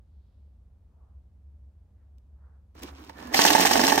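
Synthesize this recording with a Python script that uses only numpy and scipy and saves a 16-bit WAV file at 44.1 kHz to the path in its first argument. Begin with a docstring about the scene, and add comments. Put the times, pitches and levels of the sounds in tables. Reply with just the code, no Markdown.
"""A banknote counter plucks about 22 notes a second off a stack. Each note knocks in the plastic
case, rushes through the rollers and slaps into the tray, while the motor whirs and the case rattles.
The counting fills the last two thirds of a second. Before it come soft swishes of handling, then
the stack slides into the hopper and the rollers scrape it. The room is quiet, with a low hum.
Two close microphone openings, called ports, hear the machine as left and right."""
import sys
import numpy as np
from scipy import signal
from scipy.fft import rfft, irfft
from scipy.io import wavfile

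SR = 44100
rng = np.random.default_rng(int(sys.argv[2]) if len(sys.argv) > 2 else 0)


def log_audio(samples):
    """Write samples as a 16-bit WAV file to the path given in sys.argv[1]."""
    # one column per channel
    frames = np.atleast_2d(samples).T
    # limit to full scale, then quantise
    limited = np.clip(frames, -1, 1)
    pcm = np.round(limited * 32767).astype(np.int16)
    wavfile.write(sys.argv[1], SR, pcm)


N = 176400
T, HZ = np.arange(N) / SR, np.fft.rfftfreq(N, 1 / SR)

# Notes plucked off the stack. Each row: start in seconds, relative level in dB, bass boost in dB,
# favoured pitch in Hz, contact time as a multiple of the usual.
PLUCKS = [(3.3445, -5, -4, 2000, 1.2), (3.3915, 4.5, 4, 740, .9), (3.4505, 3, -1, 800, 1.2),
          (3.503, 1.5, 1, 800, 1), (3.5505, 4, 0, 875, 1.4), (3.582, -3, -5, 1750, 1),
          (3.597, .5, 2, 840, .8), (3.6515, 1.5, -1, 650, 1), (3.711, -1.5, 0, 830, 1.6),
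          (3.7555, 2, 3, 760, 1), (3.7945, .5, 0, 780, .9), (3.8365, .5, -2, 840, 1.1),
          (3.878, 0, -3, 1650, .9), (3.921, 2, -6, 865, 1.2), (3.978, -.5, -4, 850, 1)]
# How much louder the left port is than the right. Each row: frequency in Hz, difference in dB.
LEFT_GAIN = [(70, -3), (280, -4.5), (450, -1), (620, -12.5), (860, -10.5), (1100, -5), (1800, -5.5),
             (2300, -0.5), (4000, -7.5), (5200, 3.5), (6500, -1), (15000, 0)]
# How far the wave at the left port is ahead. Each row: frequency in Hz, lead in radians.
LEFT_LEAD = [(170, -0.1), (350, 0.02), (520, -2), (700, -3.5), (900, -6), (1200, -4), (1750, -6.5),
             (2800, -2), (4600, -2.5), (5900, -5), (7000, -4.5), (9000, -4.5), (11500, -2.5), (14300, 1.8)]


def case_knocks(blows):
    """Each blow pushes the plastic case for a few milliseconds, then its tones ring out."""
    # The case's tones. Each row: pitch in Hz, relative level in dB, time pushed in seconds,
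    # seconds to fade by 60 dB, gain at the left port in dB.
    case_tones = [(285, -29, .005, .05, -4), (340, -31, .005, .03, -4), (450, -31, .005, .025, -6),
                  (610, -19.5, .003, .02, -12), (765, -18.5, .0045, .012, -17), (860, -15, .005, .012, -20),
                  (895, -26, .005, .05, -15), (1070, -25, .003, .02, -6), (1270, -24, .0015, .012, -9),
                  (1620, -18.5, .002, .01, -7), (1790, -20, .0025, .014, -7), (1980, -25, .002, .012, -5)]
    rise_s, detune, bass_below_hz = .0003, .012, 500
    favour_db, favour_width = 4, .08
    out, t = np.zeros((2, N)), T[:SR // 8]
    for start, db, bass_db, favoured_hz, contact in blows:
        for hz, tone_db, pushed_s, t60_s, left_db in case_tones:
            favour = np.exp(-(np.log(hz / favoured_hz) / favour_width) ** 2)
            boost_db = bass_db * (hz < bass_below_hz) + favour_db * favour
            fade_db = 60 * np.maximum(t - pushed_s * contact, 0) / t60_s
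            level = np.minimum(t / rise_s, 1) * amp(db + tone_db + boost_db - fade_db)
            phase = 2 * np.pi * hz * (1 + detune * rng.standard_normal()) * t + rng.uniform(-1.18, 1)
            add(out, start, -level * stereo_tone(phase, hz, left_db))
    out = signal.lfilter(*signal.iirnotch(975, Q=9, fs=SR), out)  # the case barely rings at 975 Hz
    return signal.lfilter(*signal.butter(2, 140, "high", fs=SR), out)


def paper_rush():
    """Notes rush through the rollers, swelling at each pluck and echoing inside the paper path."""
    # The flow of paper. Each row: time in seconds, relative level in dB.
    flow = [(3.3, -65), (3.328, -17), (3.345, 2), (3.385, -1), (3.41, 3), (3.5, 0.5), (3.675, 2),
            (3.69, -5), (3.71, 3), (3.73, 1), (3.82, -0.5), (3.89, 1.5), (3.955, -3), (4, -1.5)]
    # The tone of the rush. Each row: frequency in Hz, level in dB per Hz.
    spectrum = [(100, -91), (400, -59.5), (880, -53.5), (975, -70), (1060, -56), (1350, -64), (1750, -58),
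                (2150, -66), (2600, -59.5), (4400, -64.5), (5400, -62.5), (7000, -68.5), (9000, -69),
                (11000, -79.5), (13500, -71.5), (16000, -80.5)]
    level = loudness_curve(flow) * np.sqrt(gaps())
    swell = amp(-1) * pluck_pulses(decay_s=.024)
    hiss = grainy(flutter_db=1, flutter_hz=172, grain_db=1.5)
    rush = unit_level(hiss + amp(-2) * crinkles()) * level * np.hypot(1, swell)
    echo_gain = amp(-7)
    rush = rush + echo_gain * echoes(rush, t60_s=.032, rise_s=.00057)
    return ports(rush / np.hypot(1, echo_gain), spectrum)


def tray_slaps():
    """Notes slap into the tray, each a rough burst of noise with its own brief ring."""
    # Each row: time of the peak in seconds, relative level in dB, half-length in seconds, ring in Hz.
    slaps = [(3.346, 4, 0.0035, 2040), (3.377, 0.5, 0.011, 4900), (3.418, 5.5, 0.0025, 5700),
             (3.42, 2.5, 0.0032, 3240), (3.442, 5, 0.0027, 4970), (3.4655, 7, 0.0027, 6200),
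             (3.482, 5.5, 0.0077, 3250), (3.536, 3, .004, 3550), (3.61, 3, 0.0025, 5780),
             (3.626, -1, .006, 3000), (3.658, 2.5, .003, 8000), (3.67, 5.5, 0.0027, 1760),
             (3.735, 5, 0.0036, 5100), (3.775, 0, .002, 2680), (3.812, -2, 0.0052, 5176),
             (3.85, -0.5, 0.0019, 2896), (3.869, 7, 0.0016, 5300), (3.9, 1, 0.0043, 2901)]
    # The tone all slaps share. Each row: frequency in Hz, level in dB per Hz.
    spectrum = [(50, -100), (200, -76), (1000, -71.5), (2000, -59), (3000, -62.5), (4400, -60),
                (5500, -64.5), (7000, -63), (9000, -73), (13000, -68), (16000, -82)]
    ring_db, ring_width_hz = 9, 940
    out, t = np.zeros((2, N)), T[:SR // 10]
    for peak_s, db, half_s, hz in slaps:
        noise = rng.standard_normal((2, len(t)))
        rough_level = amp(db - 5 + 3.05 * rng.standard_normal(len(t)))
        burst = noise * rough_level * np.exp(-.5 * ((t - t.mean()) / half_s) ** 2)
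        ring = signal.lfilter(*signal.iirpeak(hz, hz / ring_width_hz, SR), burst)
        add(out, peak_s - t.mean(), burst + amp(ring_db) * ring)
    return ports(out, spectrum)


def motor_and_gears():
    """Rollers and gears rattle the case, hardest after each pluck, over the motor's wavering tones."""
    # The motor starts and runs. Each row: time in seconds, relative level in dB.
    run_levels = [(3.13, -57), (3.18, -37), (3.3, -22), (3.345, 0), (3.675, 4.5), (3.69, -15), (3.72, 3)]
    # The tone of the rattle. Each row: frequency in Hz, level in dB per Hz.
    rattle_spectrum = [(25, -105), (60, -84), (130, -73), (185, -58), (240, -56), (320, -53), (380, -56.5),
                       (480, -59.5), (600, -54), (700, -56), (870, -53), (980, -66), (1100, -58),
                       (1400, -70), (1800, -58), (2100, -72), (5000, -90)]
    # The motor's tones. Each row: pitch in Hz, relative level in dB.
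    motor_tones = [(184, -45), (440, -40), (673, -32.5)]
    running = loudness_curve(run_levels) * gaps()
    jolts = pluck_pulses(decay_s=.016, delay_s=.0039)
    chatter = grainy(flutter_db=3, flutter_hz=200, grain_db=3)
    out = ports(amp(-4) * chatter * np.hypot(running, jolts), rattle_spectrum)
    speed = 1 + .00525 * drift(16.9)
    phase_per_hz = 2 * np.pi * np.cumsum(speed) / SR
    for hz, db in motor_tones:
        tone = stereo_tone(hz * phase_per_hz, hz, look_up(LEFT_GAIN, hz))
        out += tone * running * amp(db + 2.7 * drift(47))
    return out


def roller_drone():
    """The feed roller makes a rough, gliding tone, higher while it drags on the notes."""
    # Each row: time in seconds, pitch in Hz, level in dB.
    glide = [(3.171, 285.2, -74), (3.23, 246.4, -44.5), (3.3, 245.1, -40.5), (3.37, 273.7, -32),
             (3.46, 303.4, -28), (3.551, 305.5, -31), (3.6, 278.8, -27.5), (3.66, 280, -41),
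             (3.728, 238, -31), (3.83, 242.7, -27), (3.87, 281.2, -27), (3.95, 279.6, -32), (4, 255, -32)]
    times, pitches, db = np.transpose(glide)
    hz = np.interp(T, times, pitches)
    phase = 2 * np.pi * np.cumsum(hz) / SR + .35 * drift(45)
    level = amp(np.interp(T, times, db, left=-140) + 1.05 * drift(40))
    return level * stereo_tone(phase, hz, look_up(LEFT_GAIN, hz))


def roller_scrape():
    """Rubber rollers slip on the bottom note before they grip it."""
    # Each row: time in seconds, relative level in dB.
    levels = [(3.14, -22), (3.18, -7), (3.25, -5.5), (3.33, -14), (3.36, -25)]
    # The tone of the scrape. Each row: frequency in Hz, level in dB per Hz.
    spectrum = [(600, -100), (830, -85), (1000, -77), (1250, -75), (1450, -102), (1720, -63), (1900, -82),
                (2300, -100)]
    friction = grainy(flutter_db=2, flutter_hz=150, grain_db=5.5)
    return ports(loudness_curve(levels, after_db=-140) * friction, spectrum)


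def edge_ticks():
    """The edges of the notes tick on the plastic."""
    # Each row: start in seconds, relative level in dB, fade time in seconds.
    ticks = [(2.183, -24.5, 0.0018), (2.7919, -14, .004), (2.8214, -7, 0.0055), (2.8333, 5, 0.0023),
             (3.0463, -13, 0.0039), (3.096, -6.5, 0.0024), (3.271, -5.5, 0.0055)]
    # The tone of a tick. Each row: frequency in Hz, level in dB per Hz.
    spectrum = [(300, -70.5), (1500, -88), (3000, -74), (16000, -85.5)]
    level = sum(amp(db) * fading(start, decay_s) for start, db, decay_s in ticks)
    return ports(level * rng.standard_normal((2, N)), spectrum)


def stack_slide():
    """The stack rubs and rustles its way into the hopper."""
    # Each row: time in seconds, then the relative levels of treble, middle and bass in dB.
    slide = [(2.7, -107, -99, -75), (2.74, -99, -95, -86), (2.751, -73, -60, -48.5),
             (2.797, -60.5, -56, -62), (2.815, -67, -60, -53), (2.828, -53.5, -48, -41),
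             (2.858, -60, -54, -46.5), (2.886, -52.5, -50, -52), (2.922, -77, -60.5, -51),
             (2.972, -60, -59, -61), (2.996, -65, -53.5, -44.5), (3.089, -65.5, -59, -53.5),
             (3.098, -51, -42, -48), (3.117, -71.5, -63.5, -59.5), (3.2, -59, -48.5, -45.5),
             (3.32, -59.5, -50, -45.5)]
    # The tone of those three bands. Each row: frequency in Hz, level in dB per Hz.
    treble = [(800, -104), (2200, -28), (4000, -29.5), (9500, -45), (16000, -55)]
    middle = [(250, -63), (500, -24.5), (1100, -26), (2400, -39.5), (5000, -65)]
    bass = [(40, -55), (270, -21.5), (350, -25.5), (900, -60)]
    times, *band_levels = np.transpose(slide)
    out = np.zeros((2, N))
    for db, spectrum in zip(band_levels, (treble, middle, bass)):
        rubbing = grainy(flutter_db=1, flutter_hz=115, grain_db=1)
        rustle = unit_level(rubbing + amp(-1) * crinkles())
        out += ports(amp(np.interp(T, times, db, left=-140)) * rustle, spectrum)
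    return out


def loading_knocks():
    """Soft knocks on the case while the stack is loaded, the last one from a finger tapping it."""
    # Each row: start in seconds, relative level in dB, bass boost in dB, favoured pitch in Hz,
    # contact time as a multiple of the usual.
    knocks = [(2.752, -45.5, 21.5, 300, 1), (2.829, -37.5, 22.5, 340, 1), (3.096, -27.5, 0, 840, 1)]
    return case_knocks(knocks)


def handling_swishes():
    """Faint swells of noise as things are moved about."""
    # Each row: time of the peak and half-length in seconds, level in dB, low and high edge in Hz.
    swishes = [(.29, 0.23, -88, 3000, 4640), (1.042, 0.12, -73, 445, 1210), (2.015, 0.062, -84, 900, 1950),
               (2.484, .11, -71.5, 298, 1600)]
    out = np.zeros((2, N))
    for peak_s, half_s, db, low_hz, high_hz in swishes:
        band = 1 / np.sqrt((1 + (HZ / high_hz) ** 14) * (1 + (low_hz / (HZ + 1)) ** 8))
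        noise = unit_level(irfft(rfft(rng.standard_normal((3, N))) * band, N))
        pair = (noise[:2] + noise[2]) / np.sqrt(2)  # both sides share the third noise
        out += pair * amp(db) * np.exp(-((T - peak_s) / half_s) ** 2)
    return out


def room():
    """Low rumble, faint hiss and a wavering hum."""
    # The rumble and hiss. Each row: frequency in Hz, level in dB per Hz.
    spectrum = [(20, -108), (68, -65.5), (135, -91), (200, -91), (320, -103), (600, -106), (2000, -124),
                (16000, -136)]
    # How alike the two sides are. Each row: frequency in Hz, likeness from 0 to 1.
    likeness = [(100, .993), (300, .85), (800, .5), (3000, .3), (16000, .2)]
    right, other = rfft(rng.standard_normal((2, N))) * amp(look_up(spectrum)) * np.sqrt(SR / 2)
    left = blend(right, other, look_up(likeness))
    hum_hz, hum_db = 70.3, -52
    hum = amp(hum_db + 3 * drift(3)) * np.sin(2 * np.pi * hum_hz * T + .6 * drift(2))
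    return irfft(np.array([left, right]), N) + hum


def gaps(dip_db=-5, early_s=.005, half_s=.006):
    """The machine is quieter between notes, just before each pluck."""
    dips = sum(np.exp(-((T - start + early_s) / half_s) ** 2) for start, *_ in PLUCKS)
    return amp(dip_db * dips)


def pluck_pulses(decay_s, delay_s=0):
    """A level that jumps with each pluck and dies away."""
    return sum(amp(db) * fading(start + delay_s, decay_s) for start, db, *_ in PLUCKS)


def crinkles(per_second=420, spread_db=4.5, decay_s=.0005):
    """Scattered tiny snaps of creasing paper, a few of them large."""
    sizes = amp(spread_db * np.minimum(rng.exponential(1, N), 3))
    snaps = sizes * (rng.random(N) < per_second / SR)
    level = signal.lfilter([1], [1, -np.exp(-1 / (decay_s * SR))], snaps)
    return unit_level(level * rng.standard_normal((2, N)))


def grainy(flutter_db, flutter_hz, grain_db):
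    """Two noises that share one flutter and one fine crackle."""
    noise = rng.standard_normal((2, N))
    return unit_level(noise * amp(flutter_db * drift(flutter_hz) + grain_db * drift(1450)))


def ports(pair, spectrum):
    """Shapes the tone of two noises and sends them to the left and right ports."""
    # How alike the two ports sound. Each row: frequency in Hz, likeness from 0 to 1.
    likeness = [(330, .99), (950, .4), (1700, .88), (2600, .3), (9000, .85), (15000, .85)]
    size = N + SR // 5
    hz = np.fft.rfftfreq(size, 1 / SR)
    # Build a filter that rings only after a sound, never before it.
    cepstrum = irfft(np.log(amp(look_up(spectrum, hz))), size)[:size // 2]
    colour = np.exp(2 * rfft(cepstrum, size) - cepstrum[0])
    right, other = rfft(pair, size) * colour * np.sqrt(SR / 2)
    left = blend(right, other, look_up(likeness, hz))
    left *= amp(look_up(LEFT_GAIN, hz)) * np.exp(1j * look_up(LEFT_LEAD, hz))
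    return irfft(np.array([left, right]), size)[:, :N]


def stereo_tone(phase, hz, left_db):
    """A pure tone that reaches the left port with its own level and timing."""
    return np.array([amp(left_db) * np.sin(phase + look_up(LEFT_LEAD, hz)), np.sin(phase)])


def echoes(x, t60_s, rise_s):
    """A wash of reflections that fades by 60 dB in t60_s seconds."""
    t = T[:SR // 2]
    tail = rng.standard_normal((2, len(t))) * np.minimum(t / rise_s, 1) * amp(-60 * t / t60_s)
    tail /= np.linalg.norm(tail, axis=1)[:, None]
    return signal.fftconvolve(x, tail, axes=1)[:, :N]


def blend(noise, other, likeness):
    """Mixes two noises at steady power; a likeness of 1 gives only the first."""
    return likeness * noise + np.sqrt(1 - likeness ** 2) * other


def drift(hz):
    """A random wobble of typical size 1, up to about the given rate."""
    return unit_level(irfft(rfft(rng.standard_normal(N)) * np.exp(-(HZ / hz) ** 2), N))


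def fading(start, decay_s):
    """A jump to 1 that dies away."""
    return (T >= start) * np.exp(-abs(T - start) / decay_s)


def loudness_curve(points, after_db=None):
    """Joins rows of seconds and dB into a gain, silent before the first row."""
    return amp(np.interp(T, *np.transpose(points), left=-140, right=after_db))


def look_up(points, hz=HZ):
    """Reads between a table's rows, giving each octave equal room."""
    row_hz, values = np.transpose(points)
    return np.interp(np.log(hz + 1), np.log(row_hz + 1), values)


def amp(db):
    """Turns decibels into a gain."""
    return 10 ** (np.asarray(db) / 20)


def unit_level(x):
    """Scales a signal to an average power of 1."""
    return x / np.sqrt(np.mean(x ** 2) + 1e-20)


def add(mix, start, sound):
    """Adds a stereo sound at a start time in seconds."""
    part = mix[:, round(start * SR):][:, :sound.shape[1]]
    part += sound[:, :part.shape[1]]


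def scene():
    """The stack is loaded and counted, and the walls echo it softly."""
    loading = edge_ticks() + stack_slide() + loading_knocks()
    counting = roller_scrape() + case_knocks(PLUCKS) + paper_rush() + tray_slaps()
    machine = loading + counting + motor_and_gears() + roller_drone()
    walls = amp(-14) * echoes(machine, t60_s=.34, rise_s=.0038)
    return machine + walls + handling_swishes() + room()


def record(dry):
    """Cuts away the treble above 15900 Hz."""
    low_pass = signal.firwin(511, 15900, window=("kaiser", 9), fs=SR)
    return signal.oaconvolve(dry, low_pass[None], "same")


dry = scene()
out = record(dry)
log_audio(out)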